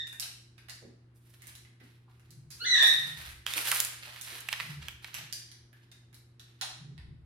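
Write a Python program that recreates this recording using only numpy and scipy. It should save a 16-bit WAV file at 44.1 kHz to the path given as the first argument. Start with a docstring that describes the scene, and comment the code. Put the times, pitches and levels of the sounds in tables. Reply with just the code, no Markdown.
"""A macaw squawks twice and cracks twigs in its beak, while it clambers about a wooden perch in a brick room.
The squawks are rough tones shaped by a throat; the cracks are short noise bursts that ring.
It tugs a leafy branch close by, on the right: grains of noise rustle and twigs snap.
Soft knocks mark its steps, and dull thuds of low noise swell now and then over a mains hum."""
import sys
import numpy as np
from scipy import signal
from scipy.fft import rfft, irfft, next_fast_len
from scipy.io import wavfile
from scipy.ndimage import map_coordinates

SR = 44100
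rng = np.random.default_rng(int(sys.argv[2]) if len(sys.argv) > 2 else 0)


def unload_wav(signal):
    """Save mono or channel-first audio to the path in sys.argv[1] as 16-bit WAV at rate SR, clipped to [-1, 1]."""
    wavfile.write(
        sys.argv[1],
        SR,
        np.round(np.clip(np.atleast_2d(signal).T, -1, 1) * 32767).astype(np.int16),
    )


N = 319725
TIME = np.arange(N) / SR  # seconds


def amp(db):
    """Turn decibels into a gain."""
    return 10 ** (np.asarray(db) / 20)


def unit(x):
    """Scale to an rms level of 1."""
    return x / np.sqrt(np.mean(x ** 2) + 1e-20)


def along(points, hz):
    """Read a curve of (Hz, value) points on a logarithmic frequency axis."""
    f, values = np.transpose(points)
    return np.interp(np.log(hz + 1), np.log(f), values)


def wobble(rate, size=N):
    """A smooth random curve with `rate` random points a second."""
    knots = rng.standard_normal(int(size * rate / SR) + 4)
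    return map_coordinates(knots, [np.arange(size) * rate / SR])


def filtered(x, response):
    """Multiply the spectrum of x by a response that depends on frequency."""
    n = x.shape[-1]
    m = next_fast_len(n + 8192)  # spare room at the end
    spectrum = rfft(x, m) * response(np.fft.rfftfreq(m, 1 / SR))
    return irfft(spectrum, m)[..., :n]


def coloured(x, spectrum):
    """Give x the tone of a (Hz, dB) curve, at rms 1."""
    return unit(filtered(x, lambda hz: amp(along(spectrum, hz))))


def band(x, lo_hz, hi_hz, order=2):
    """Keep one band of frequencies, with a filter that never rings ahead of the sound."""
    edges = [lo_hz, min(hi_hz, SR / 2 - 100)]
    return signal.sosfilt(signal.butter(order, edges, "band", fs=SR, output="sos"), x)


def envelope(start, attack, hold, fall_db_per_s):
    """Loudness over time: a rise, a hold, then a steady fall in dB."""
    t = TIME - start
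    fall = amp(-fall_db_per_s * np.maximum(t - attack - hold, 0))
    return np.clip(t / attack, 0, 1) * fall


def add(track, s, sound):
    """Mix a stereo sound into the track at time s."""
    start = round(s * SR)
    sound = sound[:, max(-start, 0):N - start]
    track[:, max(start, 0):][:, :sound.shape[1]] += sound


# How alike room sound is left and right. Each row: frequency in Hz, likeness from 0 to 1.
ALIKE = [(140, 0.94), (300, .75), (700, 0.4), (1400, 0), (16000, 0)]


def diffuse(pair):
    """Make two unrelated signals a room's sound: alike in the bass, unrelated in the treble."""
    def mid_and_side(hz):
        turn = np.arccos(np.clip(along(ALIKE, hz), -1, 1)) / 2
        return np.array([np.cos(turn), np.sin(turn)])
    mid, side = filtered(pair, mid_and_side)
    return np.array([mid + side, mid - side])


# How long the room's early fade lasts. Each row: frequency in Hz, time to fall by 60 dB in seconds.
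ROOM = [(150, 0.35), (800, 0.55), (2000, 0.62), (3800, 0.56), (5500, 0.56), (10000, 0.46), (16000, 0.23)]


def in_room(x, wet_db, right_db, wall_db, lag):
    """Direct sound (lag seconds later on the left), a slap off the brick wall and the room's tail."""
    hz, t, grid = signal.stft(rng.standard_normal((2, int(.7 * SR))), SR, nperseg=256)
    build_up = 1 - np.exp(-t / 0.002)
    decay_db = -60 * t / along(ROOM, hz)[:, None]
    # the far end of the room gives its sound back slowly
    lingering = amp(0.78 * decay_db - 21.5)
    fade = build_up * np.hypot(amp(decay_db), lingering)
    tail = signal.istft(grid * fade, SR, nperseg=256)[1]
    paths = diffuse(tail) * amp(wet_db) / np.linalg.norm(tail[0])
    # direct sound, left then right: right_db is how much louder the right is
    paths[0, round(abs(lag) * SR)] += amp(-right_db / 2)
    paths[1, 0] += amp(right_db / 2)
    # the wall's slap, left then right
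    paths[0, round(.0065 * SR)] += amp(wall_db)
    paths[1, round(.0069 * SR)] += amp(wall_db - 7.5)
    return signal.fftconvolve(x[None], paths, axes=1)


# Steady tones of the mains hum. Each row: frequency in Hz, level in dB.
HUM = [(120, -56.5), (180, -74.5), (240, -75.5), (345, -74)]
# Tone of the room's faint rush. Each row: frequency in Hz, relative level in dB per Hz.
AIR = [(25, -20.5), (60, -6), (80, 0), (105, -7), (150, -8.5), (190, -16), (340, -12.5), (420, -17.5),
       (600, -25.5), (1500, -26), (4000, -36), (6000, -47), (11000, -43.5), (16000, -71.5)]


def background():
    """Mains hum, tones that waver slightly in level, over the faint noise rush of the room."""
    hum = 0
    for hz, db in HUM:
        hum = hum + amp(db + 0.53 * wobble(4.4)) * np.sin(2 * np.pi * (hz * TIME + rng.random()))
    rush = coloured(diffuse(rng.standard_normal((2, N))), AIR)
    return hum + amp(-66.5) * rush


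BOOM_ATTACK_S, BOOM_FALL_DB_PER_S = 0.12, 130.5
RUMBLE_ATTACK_S, RUMBLE_HOLD_S, RUMBLE_FALL_DB_PER_S = 0.084, 0.064, 84.5
# Tone of the rumble. Each row: frequency in Hz, relative level in dB per Hz.
DEEP = [(25, -17.5), (45, -13), (62, 1), (80, 5), (100, -18), (130, -37.5), (400, -120)]
# Tone of the boom. Each row: frequency in Hz, relative level in dB per Hz.
UPPER = [(90, -36.5), (125, 0.5), (150, 5), (185, -12), (260, -20), (450, -31.5), (800, -70.5),
         (2000, -120)]
# Dull thuds. Each row: start in seconds, hold of the boom in seconds, boom level in dB,
# rumble level in dB before a boost of 4.5 dB.
THUDS = [(2.278, 0.039, -52.5, -69), (2.945, 0.094, -51, -55.5), (4.578, 0.025, -48, -60),
         (4.665, 0.0088, -50, -69), (5.1, 0.015, -56, -79), (6.714, 0.024, -51.5, -76.5),
         (6.787, 0.033, -46, -53.5), (6.982, .03, -49, -60)]


def thuds():
    """Low, blunt thuds of noise: each begins as a boom, and a rumble swells as the boom lets go."""
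    deep = coloured(diffuse(rng.standard_normal((2, N))), DEEP)
    upper = coloured(diffuse(rng.standard_normal((2, N))), UPPER)
    booms, rumbles = [], []
    for s, hold, boom_db, rumble_db in THUDS:
        booms.append(amp(boom_db) * envelope(s, BOOM_ATTACK_S, hold, BOOM_FALL_DB_PER_S))
        let_go = s + BOOM_ATTACK_S + hold
        swell = envelope(let_go, RUMBLE_ATTACK_S, RUMBLE_HOLD_S, RUMBLE_FALL_DB_PER_S)
        rumbles.append(amp(rumble_db) * swell)
    # overlapping thuds add as energies
    rumble = deep * np.linalg.norm(rumbles, axis=0) * amp(4.5)
    return rumble + upper * np.linalg.norm(booms, axis=0)


# Soft knocks of feet and beak on the perch. Each row: start in seconds,
# level in dB before a cut of 13 dB and the room, rough pitch in Hz.
STEPS = [(.82, -51, 410), (0.846, -51.5, 323), (1.811, -56.5, 314), (2.078, -64.5, 1110), (2.62, -55, 383),
         (2.82, -42.5, 707), (3.56, -47.5, 416), (4.071, -54.5, 857), (4.319, -55.5, 471), (6.62, -46, 910)]


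def steps():
    """Soft, dull knocks on the wooden perch: fading noise in a narrow band around each pitch."""
    track, t = np.zeros((2, N)), np.arange(SR // 8) / SR
    for s, db, hz in STEPS:
        thump = rng.standard_normal(len(t)) * np.exp(-t / 0.028)
        knock = amp(db - 13) * unit(band(thump, hz / 1.5, hz * 1.2))
        add(track, s, in_room(knock, wet_db=2.0, right_db=4.5, wall_db=-15, lag=.0001))
    return track


def grains(rate, spread_db):
    """Tiny random contacts, about `rate` a second, of uneven strength."""
    hits = rng.random(N) < rate / SR
    strength = amp(spread_db * np.clip(rng.standard_normal(N), -2, 2))
    return hits * rng.choice([-1, 1], N) * strength


STROKE_ATTACK_S, STROKE_FALL_DB_PER_S = 0.02, 169.5  # the leaves settle after each stroke
# Tone of the scraping bark. Each row: frequency in Hz, relative level in dB per Hz.
SCRAPE = [(150, -23), (300, -20), (600, -8.5), (1000, -6), (1600, 1), (2700, 2), (4200, -0.5), (6000, -9),
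          (9000, -16.5), (14000, -32.5)]
# Tone of the crinkling leaves. Each row: frequency in Hz, relative level in dB per Hz.
CRINKLE = [(2500, -33), (5000, -3.5), (7500, -5), (10300, 3), (13500, -1), (16000, -11.5)]
# Strokes of the bird against leaves and bark. Each row: start in seconds, hold in seconds,
# scrape level in dB before a cut of 0.5 dB, crinkle level in dB before a cut of 3 dB (both before the room).
STROKES = [(1.139, .01, -87, -76), (1.21, 0.12, -78.5, -74), (1.392, 0.08, -63, -71.5),
           (1.824, 0.082, -74.5, -76), (2.077, 0.22, -80, -85), (2.516, 0.2, -70, -62),
           (2.867, 0.23, -53.5, -54.5), (3.155, 0.078, -49, -52), (3.457, 0.072, -43, -46),
           (3.52, 0.049, -39.5, -37.5), (3.634, .14, -40.5, -36), (3.886, 0.049, -51.5, -54.5),
           (4.014, 0.15, -54, -59.5), (4.226, 0.092, -47.5, -50), (4.456, 0.23, -53, -56.5),
           (4.802, 0.025, -55, -64.5), (5.017, .03, -57.5, -61), (5.127, 0.019, -49.5, -69),
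           (5.739, .08, -75, -83), (6.425, 0.19, -76, -83)]


def rustle():
    """Bark scrapes and dry leaves crinkle in clumps of tiny contacts with each stroke on the branch."""
    track = np.zeros((2, N))
    scrapes, crinkles = [], []
    for s, hold, scrape_db, crinkle_db in STROKES:
        shape = envelope(s, STROKE_ATTACK_S, hold, STROKE_FALL_DB_PER_S)
        scrapes.append(shape * amp(scrape_db))
        crinkles.append(shape * amp(crinkle_db))
    # the strongest stroke wins at each moment
    scraping, crinkling = np.max(scrapes, axis=0), np.max(crinkles, axis=0)
    for lag in (.00003, .00022):  # two sprays of the branch, in different directions
        clumps = amp(5 * wobble(70))
        scrape = coloured(clumps * grains(rate=550, spread_db=1.0), SCRAPE) * scraping * amp(-0.5)
        crinkle = coloured(clumps * grains(rate=810, spread_db=2), CRINKLE) * crinkling * amp(-3.0)
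        track += in_room(scrape + crinkle, wet_db=-1, right_db=5.5, wall_db=-12.5, lag=lag)[:, :N]
    return track


# thin twigs ring high and favour the upper half of a crack's body, thick ones the lower half
EVEN_RING_HZ, TILT_DB_PER_OCTAVE = 2500, 4.5


def crack_bands(body_db, treble_db, ring_hz):
    """Low, middle and top level of a crack: the higher the twig rings, the more its body leans upward."""
    tilt_db = TILT_DB_PER_OCTAVE * np.log2(ring_hz / EVEN_RING_HZ)
    return [body_db - tilt_db, body_db + tilt_db, treble_db]


def fracture(levels_db, ring_hz, crunch, ring_width, splinter):
    """Wood fibres part in an uneven burst, fading over crunch seconds, that rings the twig."""
    t = np.arange(SR // 16) / SR
    fading = np.exp(-t / crunch) + splinter * np.exp(-t / 0.011)
    fibres = fading * amp(1.1 * wobble(900, len(t)))
    spectrum = rfft(fibres * rng.standard_normal(len(t)))
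    # a brittle break excites all frequencies nearly evenly
    evened = irfft(spectrum / np.abs(spectrum) ** .5, len(t))
    burst = evened * np.exp(-t / (0.0028 + crunch))
    ring = unit(band(burst, ring_hz / (1 + ring_width), ring_hz * (1 + ring_width), order=1))
    low = unit(band(burst, 1100, 6700))
    middle = unit(band(burst, 2600, 6400))
    top = unit(band(burst, 7000, 14000))
    if ring_hz < 2500:
        low = unit(low + ring)
    else:
        middle = unit(middle + ring)
    # dividing by the root of the length makes the band levels energies
    return amp(levels_db) @ np.array([low, -middle, top]) / np.sqrt(len(t))


SNAP_CRUNCH_S = .0016
# a snapped twig whips back and strikes again, weaker, duller and lower
REBOUND_DB, REBOUND_TREBLE_DB, REBOUND_PITCH = -7, -11.5, .8
# Twigs snapping close by. Each row: start in seconds, body level in dB and treble level in dB
# (both before a tilt, a boost of 22 dB and the room), ring in Hz, wait before the rebound in seconds.
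SNAPS = [(3.4652, -26, -36, 3280, .009), (3.537, -31, -34, 3650, .02), (3.5793, -30.5, -36, 2480, .009),
         (3.6556, -37, -40, 2250, .006), (3.716, -26.5, -23.5, 2150, .004), (3.7244, -31, -41, 1530, .004),
         (3.748, -47.5, -32.5, 1540, .005), (3.761, -31.5, -36.5, 2820, .005),
         (3.8024, -32, -21, 4070, .003), (3.8492, -45.5, -29.5, 4460, .005),
         (4.1612, -47.5, -53.5, 2100, .005), (4.406, -58, -42.5, 2436, .005),
         (4.4868, -28.5, -38, 2770, .0025), (4.528, -27, -39, 2430, .008), (4.6, -26.5, -49.5, 2500, .0058),
         (4.884, -33, -41.5, 3220, .003), (5.0449, -38.5, -52, 2320, .002), (5.083, -55.5, -72, 1580, .005)]


def snaps():
    """Twigs of the tugged branch snap close by, short and dry, and each rebounds once."""
    track = np.zeros((2, N))
    strikes = []
    for s, body_db, treble_db, ring_hz, after in SNAPS:
        strikes.append((s, body_db, treble_db, ring_hz))
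        strikes.append((s + after, body_db + REBOUND_DB, treble_db + REBOUND_TREBLE_DB, ring_hz * REBOUND_PITCH))
    for s, body_db, treble_db, ring_hz in strikes:
        levels_db = crack_bands(body_db, treble_db, ring_hz)
        crack = fracture(levels_db, ring_hz, crunch=SNAP_CRUNCH_S, ring_width=0.051, splinter=0.23)
        add(track, s, in_room(amp(22.0) * crack, wet_db=-6, right_db=6.5, wall_db=-17.5, lag=.00003))
    return track


# Hollow of the beak, rung by every bite. Each row: frequency in Hz, width in Hz,
# gain in dB before a cut of 3 dB.
BEAK = [(845, 590, -2.5), (1570, 510, 2), (3870, 500, -4), (5520, 2300, -1)]
# Overall tone of the cracks in the beak. Each row: frequency in Hz, gain in dB.
BITE_COLOUR = [(700, 4.5), (1100, -1), (1700, -0.5), (2500, -1), (3500, -1.5), (5500, -0.5), (8000, -2.5),
               (11000, 2.5), (13000, -2.5), (16000, -2)]
# Twigs cracking in the beak. 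Each row: start in seconds, body level in dB and treble level in dB
# (both before a tilt, the beak, a boost of 27 dB and the room), ring in Hz, crunch in seconds.
BITES = [(.0704, -57.5, -56.5, 3600, .004), (.1276, -54, -56.5, 2730, .003),
         (.198, -49, -40.5, 4580, 0.002), (.225, -47.5, -59, 4100, 0.0047),
         (.5798, -63, -70.5, 2270, 0.0078), (.685, -57, -62, 2010, .018), (.6963, -55, -54.5, 4600, 0.0068),
         (1.4203, -64.5, -59.5, 2050, 0.0023), (1.4701, -64.5, -53, 1970, .0026),
         (1.5521, -63, -58, 4100, .004), (1.5823, -76, -73, 4070, .001), (1.649, -68, -80.5, 2060, .013),
         (1.8, -66, -77, 2000, 0.044), (2.1963, -71, -75.5, 2760, 0.0016), (2.3062, -71, -62, 4230, 0.0045),
         (2.504, -58, -54, 4670, 0.046), (2.826, -35.5, -38, 2760, .016), (2.869, -55, -39.5, 2773, 0.012),
         (3.2904, -59.5, -56, 1920, 0.012), (4.212, -57, -46, 3840, 0.006),
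         (5.1427, -45, -45, 3044, 0.00084), (5.3259, -47.5, -45, 4720, 0.0013),
         (5.516, -62, -64, 4500, .001), (5.7291, -70, -72.5, 1695, .0025),
         (5.9156, -61.5, -66, 3660, .0079), (6.1282, -70.5, -71, 2000, .011),
         (6.1434, -68, -63, 4265, 0.0056), (6.3959, -60.5, -64.5, 3920, 0.0076),
         (6.6122, -43, -47, 4086, 0.0015), (6.6217, -45, -51, 3710, .006),
         (6.9787, -60.5, -85, 2230, .0004)]


def bites():
    """Each crack rings the beak; it works near the wall, so the room answers loudly."""
    track = np.zeros((2, N))
    for s, body_db, treble_db, ring_hz, crunch in BITES:
        levels_db = crack_bands(body_db, treble_db, ring_hz)
        crack = fracture(levels_db, ring_hz, crunch, ring_width=0.07, splinter=0.21)
        hollow = sum(amp(db - 3.0) * band(crack, hz - width / 2, hz + width / 2, order=1)
                     for hz, width, db in BEAK)
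        bite = amp(27) * (0.77 * crack + hollow)
        add(track, s, in_room(bite, wet_db=7.0, right_db=12.5, wall_db=0.5, lag=.0003))
    return filtered(track, lambda hz: amp(along(BITE_COLOUR, hz)))


# Throat and open beak. Each row: frequency in Hz, gain in dB.
THROAT = [(300, -22), (750, -16.5), (1300, -7), (1800, -5.5), (2080, -7.5), (2450, -6), (3100, -4),
          (3550, 5.5), (4050, -0.5), (4450, -0.5), (4750, -7.5), (5500, -22.5), (6100, -10.5),
          (7500, -11.5), (16000, -28)]


def squawk(rows):
    """A whistle-like syrinx tone that turns harsh: it throbs, its period doubles, and it rasps."""
    s, *columns = np.transpose(rows)
    t = np.arange(s[0], s[-1], 1 / SR)
    pitch, db, rough = (np.interp(t, s, column) for column in columns)
    # a slow second oscillation of the membranes splits each partial into strands
    throb = np.sin(2 * np.pi * np.cumsum(124 * (1 + 0.07 * wobble(30, len(t)))) / SR)
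    shake = .005 * wobble(120, len(t)) + rough * (.017 * wobble(250, len(t)) + .04 * throb)
    phase = 2 * np.pi * np.cumsum(pitch * (1 + shake)) / SR
    tone = 0
    for k, level_db in enumerate([-1.5, -7.0, -4.5, -19], 1):
        tone = tone + np.sin(k * phase) * amp(level_db + 7.7 * rough * wobble(200, len(t)))
    # partials halfway between the others: the doubled period
    halves = sum(np.sin((k - .5) * phase) for k in range(1, 5)) * wobble(400, len(t))
    # noise that pulses with each cycle of the tone
    rasp = rng.standard_normal(len(t)) * (1 + np.cos(phase))
    source = tone + 0.061 * rough * halves + (0.038 + 0.89 * rough ** 4) * rasp
    source = source * amp(5.9 * rough * np.roll(throb, SR // 500))  # loudness throbs 2 ms later
    voice = coloured(source, THROAT) * amp(db)
    return in_room(voice, wet_db=6.5, right_db=3.0, wall_db=-11.5, lag=.00006)


# The two squawks. 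Each row: time in seconds, pitch in Hz, level in dB before a cut of 3 dB and the room,
# roughness from 0 to 1.
FIRST_CALL = [(-.14, 1857, -48, 0.88), (-.04, 1825, -37, 0.54), (.03, 1810, -50, .3)]
SECOND_CALL = [(2.596, 1329, -49.5, 0.19), (2.619, 1453, -33.5, 0.29), (2.64, 1516, -40.5, .3),
               (2.659, 2052, -29, .3), (2.723, 1961, -20.5, .14), (2.745, 1878, -29, 0.82),
               (2.805, 1772, -28, .78), (2.88, 1881, -23.5, 0.62), (2.935, 1894, -49, .2)]


def calls():
    """The bird's two squawks; the first is already under way at the start."""
    track = np.zeros((2, N))
    for rows in (FIRST_CALL, SECOND_CALL):
        add(track, rows[0][0], amp(-3.0) * squawk(rows))
    return track


def scene():
    """The bird, its branch and the room."""
    return calls() + bites() + snaps() + steps() + rustle() + thuds() + background()


def record(dry):
    """Round off the tallest peaks and keep nothing above the band limit."""
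    top_hz = 16200
    rounded = dry / (1 + (dry / .7) ** 4) ** (1 / 4)
    return filtered(rounded, lambda hz: hz < top_hz)


dry = scene()
out = record(dry)
unload_wav(out)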